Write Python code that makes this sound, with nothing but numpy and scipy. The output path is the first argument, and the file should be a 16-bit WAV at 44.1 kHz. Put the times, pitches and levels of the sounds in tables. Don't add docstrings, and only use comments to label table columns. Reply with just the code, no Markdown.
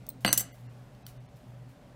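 import sys
import numpy as np
from scipy import signal
from scipy.fft import rfft, irfft, next_fast_len
from scipy.io import wavfile
from scipy.ndimage import uniform_filter1d, map_coordinates

SR = 44100
rng = np.random.default_rng(int(sys.argv[2]) if len(sys.argv) > 2 else 0)


def volts_from_db(level):
    exponent = np.asarray(level, float) / 20
    return 10 ** exponent


def waveform_to_disk(signal):
    frames = np.transpose(np.atleast_2d(signal))
    scaled = np.clip(frames, -1, 1) * 32767
    samples = np.round(scaled).astype(np.int16)
    wavfile.write(sys.argv[1], SR, samples)


N = 85995


def unit(x):
    return x / np.sqrt(np.mean(x ** 2) + 1e-20)


def along(points, hz):
    f, v = np.transpose(points)
    return np.interp(np.log(hz + 1), np.log(f + 1), v)


def wobble(rate_hz):
    knots = rng.standard_normal(int(N * 40 / SR) + 4)
    return map_coordinates(knots, [np.arange(N) * rate_hz / SR])


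def filtered(x, response):
    m = next_fast_len(len(x) + 8192)
    return irfft(rfft(x, m) * response(np.fft.rfftfreq(m, 1 / SR)), m)[:len(x)]


def noise(spectrum, size=N):
    return unit(filtered(rng.standard_normal(size), lambda hz: volts_from_db(along(spectrum, hz))))


def patchy(x):
    patch_db = 1
    z = signal.stft(x, nperseg=512)[2]
    field = uniform_filter1d(rng.standard_normal(z.shape), size=4, axis=0)
    field = uniform_filter1d(field, size=16, axis=1)
    return unit(signal.istft(z * volts_from_db(patch_db * unit(field)), nperseg=512)[1][:N])


# t/s, level/dB
HUM_SWELL = [(0.0, -46), (0.02, -52.5), (0.184, -57), (0.254, -43.5), (0.438, -48), (0.554, -58),
             (0.618, -48.5), (0.678, -41), (0.874, -58), (1.222, -46.5), (1.27, -61), (1.362, -54.5),
             (1.438, -61.5), (1.482, -50.5), (1.656, -49.5), (1.814, -63.5), (1.884, -53), (1.95, -54)]


def hum():
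    tone_hz, wander_hz, flutter_db = 122.4, 1.5, 2.5
    s, db = np.transpose(HUM_SWELL)
    phase = 2 * np.pi * np.cumsum(tone_hz + wander_hz * wobble(20)) / SR
    level_db = np.interp(np.arange(N) / SR, s, db) + flutter_db * wobble(23)
    return np.sqrt(2) * volts_from_db(level_db) * np.sin(phase)


# f/Hz, density/dB per Hz
AIR_SPECTRUM = [(82, -32), (140, -4), (317, -21.5), (482, -18), (589, -23), (763, -17.5), (827, -23),
                (15200, -49), (16500, -60)]
# f/Hz, width/Hz, level/dB
DUCT_MODES = [(201, 13, -67), (258, 18, -63.5), (588, 50, -66)]
# f/Hz, level/dB
RUMBLE_SPECTRUM = [(20, -11), (45, 8), (100, 2), (140, 1)]


def air():
    out = volts_from_db(-57.5 + 1.0 * wobble(5.6)) * patchy(noise(AIR_SPECTRUM))
    for centre_hz, width_hz, db in DUCT_MODES:
        def resonance(f):
            damping = 1j * f * width_hz
            return damping / (centre_hz ** 2 - f ** 2 + damping)
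        out += volts_from_db(db + 2.5 * wobble(14)) * unit(filtered(rng.standard_normal(N), resonance))
    return out + volts_from_db(-61 + 1.5 * wobble(3)) * noise(RUMBLE_SPECTRUM + [(200, -56)])


def ring(modes, t, tilt_db=0):
    rise_s, scatter_db, buzz_depth, buzz_grows_s = .00025, 1.5, .7, .008
    hz, db, t60 = np.transpose(modes)[:, :, None]
    db = db + scatter_db * rng.standard_normal(hz.shape)
    db = db + tilt_db * np.log2(hz / hz.max())
    flutter = unit(uniform_filter1d(rng.standard_normal((len(hz), len(t))), size=180, axis=1))
    buzz = 1 + buzz_depth * (1 - np.exp(-t / buzz_grows_s)) * flutter
    sign = (-1) ** np.arange(len(hz))[:, None]
    partials = sign * buzz * volts_from_db(db - 60 * t / t60) * np.sin(2 * np.pi * hz * t)
    return partials.sum(0) * (1 - np.exp(-t / rise_s))


# f/Hz, level/dB
CRACK_SPECTRUM = [(300, -37), (1500, -21), (3000, -6.5), (6000, -2), (9000, 0), (13000, 2), (16000, -2)]


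def strikes(rows, voice):
    lead_samples = 8
    crack_t60_s, wake_crack_db, sizzle_t60_s, sizzle_db = .012, -10, .07, -24
    out, t = np.zeros(N + SR), np.arange(SR // 4) / SR
    impulse = -1.0 * (np.arange(len(t)) == lead_samples)
    spike = filtered(impulse, lambda hz: volts_from_db(along(CRACK_SPECTRUM, hz)))
    spike = spike / np.abs(spike).max()
    decay = volts_from_db(wake_crack_db - 60 * t / crack_t60_s) + volts_from_db(sizzle_db - 60 * t / sizzle_t60_s)
    for s, crack_db, *rest in rows:
        wake = decay * noise(CRACK_SPECTRUM, size=len(t))
        out[round(s * SR):][:len(t)] += volts_from_db(crack_db) * (spike + wake) + voice(t, *rest)
    return out[:N]


def free_ring(modes):
    return lambda t, ring_db, tilt_db=0: volts_from_db(ring_db) * ring(modes, t, tilt_db)


# t/s, crack/dB, ring/dB, tilt/dB per octave
TICK_EVENTS = [
    (.0663, -37, -66, 0),
    (.0892, -34, -22, 4),
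    (.1020, -39, -47, -11),
]
# f/Hz, level/dB, t60/s
WIRE_MODES = [(4097, -26, .05), (5300, -30, .01), (8511, -9, .018), (10020, -22, .01), (11100, -16, .01),
              (13520, -24, .02), (14930, -14, .04), (15600, 0, .012)]


def wire_ticks():
    return strikes(TICK_EVENTS, free_ring(WIRE_MODES))


# t/s, length/s, level/dB
RUB_EVENTS = [
    (.207, 0.12, -59),
    (0.527, 0.061, -60),
    (.79, .04, -100),
    (1.074, 0.041, -58.5),
    (1.359, 0.04, -66),
    (1.69, .04, -67.5),
    (1.48, 0.031, -75),
]
# f/Hz, level/dB
RUB_SPECTRUM = [(500, -16), (1800, 0), (6000, -2), (16000, -1)]


def ribbon():
    t = np.arange(N) / SR
    shape = sum(volts_from_db(db) * (t > s) * np.exp(-np.abs(t - s) / length_s) for s, length_s, db in RUB_EVENTS)
    return shape * volts_from_db(1.6 * wobble(40)) * noise(RUB_SPECTRUM)


# f/Hz, level/dB, t60/s
MAT_MODES = [(190, -9, .11), (290, -11, .09), (520, -11, .05), (700, -7, .035), (990, -12, .03),
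             (1300, -4, .018), (1600, -2, .02), (2040, -1, .02), (2990, -2, .012), (4460, -2, .01)]
# f/Hz, level/dB
THUD_SPECTRUM = [(90, -39), (170, -1), (400, -5.5), (700, -1.5), (2000, -9), (4000, -12.5), (16000, -38)]


def mat_knock(t):
    thud_db, thud_t60_s, thud_rise_s = -9, 0.08, .002
    envelope = volts_from_db(thud_db - 60 * t / thud_t60_s) * (1 - np.exp(-t / thud_rise_s))
    return ring(MAT_MODES, t) + envelope * noise(THUD_SPECTRUM, size=len(t))


def on_mat(modes):
    return lambda t, ring_db, knock_db: volts_from_db(ring_db) * ring(modes, t) + volts_from_db(knock_db) * mat_knock(t)


# t/s, crack/dB, ring/dB, knock/dB
LANDING_EVENTS = [
    (.2481, -18.5, -43.5, -15),
    (.2622, -36, -28.5, -30.5),
    (.2772, -30.5, -29, -23),
    (.2895, -36.5, -34, -28),
    (.3065, -49, -46, -35.5),
]
# f/Hz, level/dB, t60/s
BODY_MODES = [(1960, 1, 0.017), (2595, -5.5, .05), (2870, -3.5, 0.086), (4107, -2, 0.057), (4596, 5, 0.038),
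              (8100, -6.5, 0.11), (8700, -6.5, .04), (9000, -13, .04), (10580, -11, 0.025),
              (11920, -11.5, .05)]


def landing():
    return strikes(LANDING_EVENTS, on_mat(BODY_MODES))


# t/s, crack/dB, ring/dB
JAW_EVENTS = [
    (.2785, -57.5, -33),
    (.3050, -66.5, -41),
    (.3290, -62.5, -25.5),
]
# f/Hz, level/dB, t60/s
FREE_JAW_MODES = [(6120, 0, .13), (10600, -14, .08), (12460, -9, .06)]


def jaw():
    return strikes(JAW_EVENTS, free_ring(FREE_JAW_MODES))


# t/s, crack/dB, ring/dB, knock/dB
SNAP_EVENTS = [
    (.3262, -29, -40, -48.5),
    (.3288, 0, -32.5, -25.5),
    (.3763, -7, -23, -39),
    (.3790, -11, -24.5, -44.5),
    (.3957, -15.5, -32.5, -79.5),
    (.4008, -22, -41, -52),
    (.4058, -22.5, -31.5, -41.5),
    (.4112, -23, -66.5, -40),
]
# f/Hz, level/dB, t60/s
STEEL_MODES = [(2040, -15, .06), (2990, -18, .06), (4465, -14, .05), (6120, -1, .065), (7600, -5, .07),
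               (7660, -3, .08), (8070, -5, .06), (9625, -8, .06), (10620, -9, .06), (12200, -3, .075),
               (12480, -5, .065), (12990, -11, .05), (15010, -10, .05), (15530, -11, .05)]


def handle_snaps():
    return strikes(SNAP_EVENTS, on_mat(STEEL_MODES))


# t/s, crack/dB, ring/dB
FLICK_EVENTS = [
    (.795, -62, -76),
    (.949, -66, -64),
    (1.0657, -33, -43),
    (1.369, -57, -72),
]
# f/Hz, level/dB, t60/s
NAIL_MODES = [(1470, -7.5, 0.033), (3060, -2.5, 0.018), (4450, 6, 0.01), (5780, -3, 0.03),
              (9050, -16, .012), (13000, -3, .015), (14700, -1, .02)]


def nail_flicks():
    return strikes(FLICK_EVENTS, free_ring(NAIL_MODES))


# f/Hz, t60/s
ROOM_DECAY = [(300, 0.75), (2000, 0.55), (6000, 0.27), (14000, 0.12)]


def room(x):
    hz, t, z = signal.stft(rng.standard_normal(SR // 2), SR, nperseg=256)
    decay = volts_from_db(-60 * t / along(ROOM_DECAY, hz)[:, None])
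    tail = signal.istft(z * decay, SR, nperseg=256)[1]
    delayed = np.pad(x, (200, 0))
    return signal.fftconvolve(delayed, tail / np.linalg.norm(tail))[:N]


def scene():
    quiet_top_hz, room_db = 15800, -16
    background = hum() + air()
    clip = wire_ticks() + landing() + jaw() + handle_snaps() + nail_flicks()
    rub = ribbon()
    quiet = rub + volts_from_db(room_db) * room(clip + rub) + background
    return (clip + filtered(quiet, lambda hz: 1 / (1 + (hz / quiet_top_hz) ** 80)))[None]


# t/s, depth/dB, from f/Hz
THIN_EVENTS = [
    (.272, -10, 4800),
    (.3135, -11, 3000),
    (.532, -18, 900),
    (.682, -18, 1500),
    (1.043, -24, 2200),
    (1.19, -14, 1500),
    (1.277, -16, 1200),
]


def thin_treble(x):
    half_s, kept_share, kept_db, favoured_hz = .007, .04, 5, 6000
    out, t = x.copy(), np.arange(N) / SR
    for s, depth_db, from_hz in THIN_EVENTS:
        at = np.flatnonzero(np.abs(t - s) < 2 * half_s)
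        part = x[at] * np.clip(2 - np.abs(t[at] - s) / half_s, 0, 1)
        z, hz = rfft(part), np.fft.rfftfreq(len(at), 1 / SR)
        treble = hz > from_hz
        weight = np.abs(z) * hz / (hz + favoured_hz) ** 1.5
        weak = treble & (weight < np.quantile(weight[treble], 1 - kept_share))
        change = volts_from_db(np.where(weak, depth_db, kept_db)) - 1
        out[at] += irfft(z * treble * change, len(at))
    return out


def band_limit(x):
    return signal.sosfilt(signal.butter(12, 17330, fs=SR, output="sos"), x)


def record(dry):
    headroom, knee, top_hz = .9, 6, 16400
    soft = dry[0] / (1 + np.abs(dry[0] / headroom) ** knee) ** (1 / knee)
    limited = filtered(soft, lambda hz: 1 / (1 + (hz / top_hz) ** 60))
    mix = thin_treble(limited)[None]
    return band_limit(mix)


dry = scene()
out = record(dry)
waveform_to_disk(out)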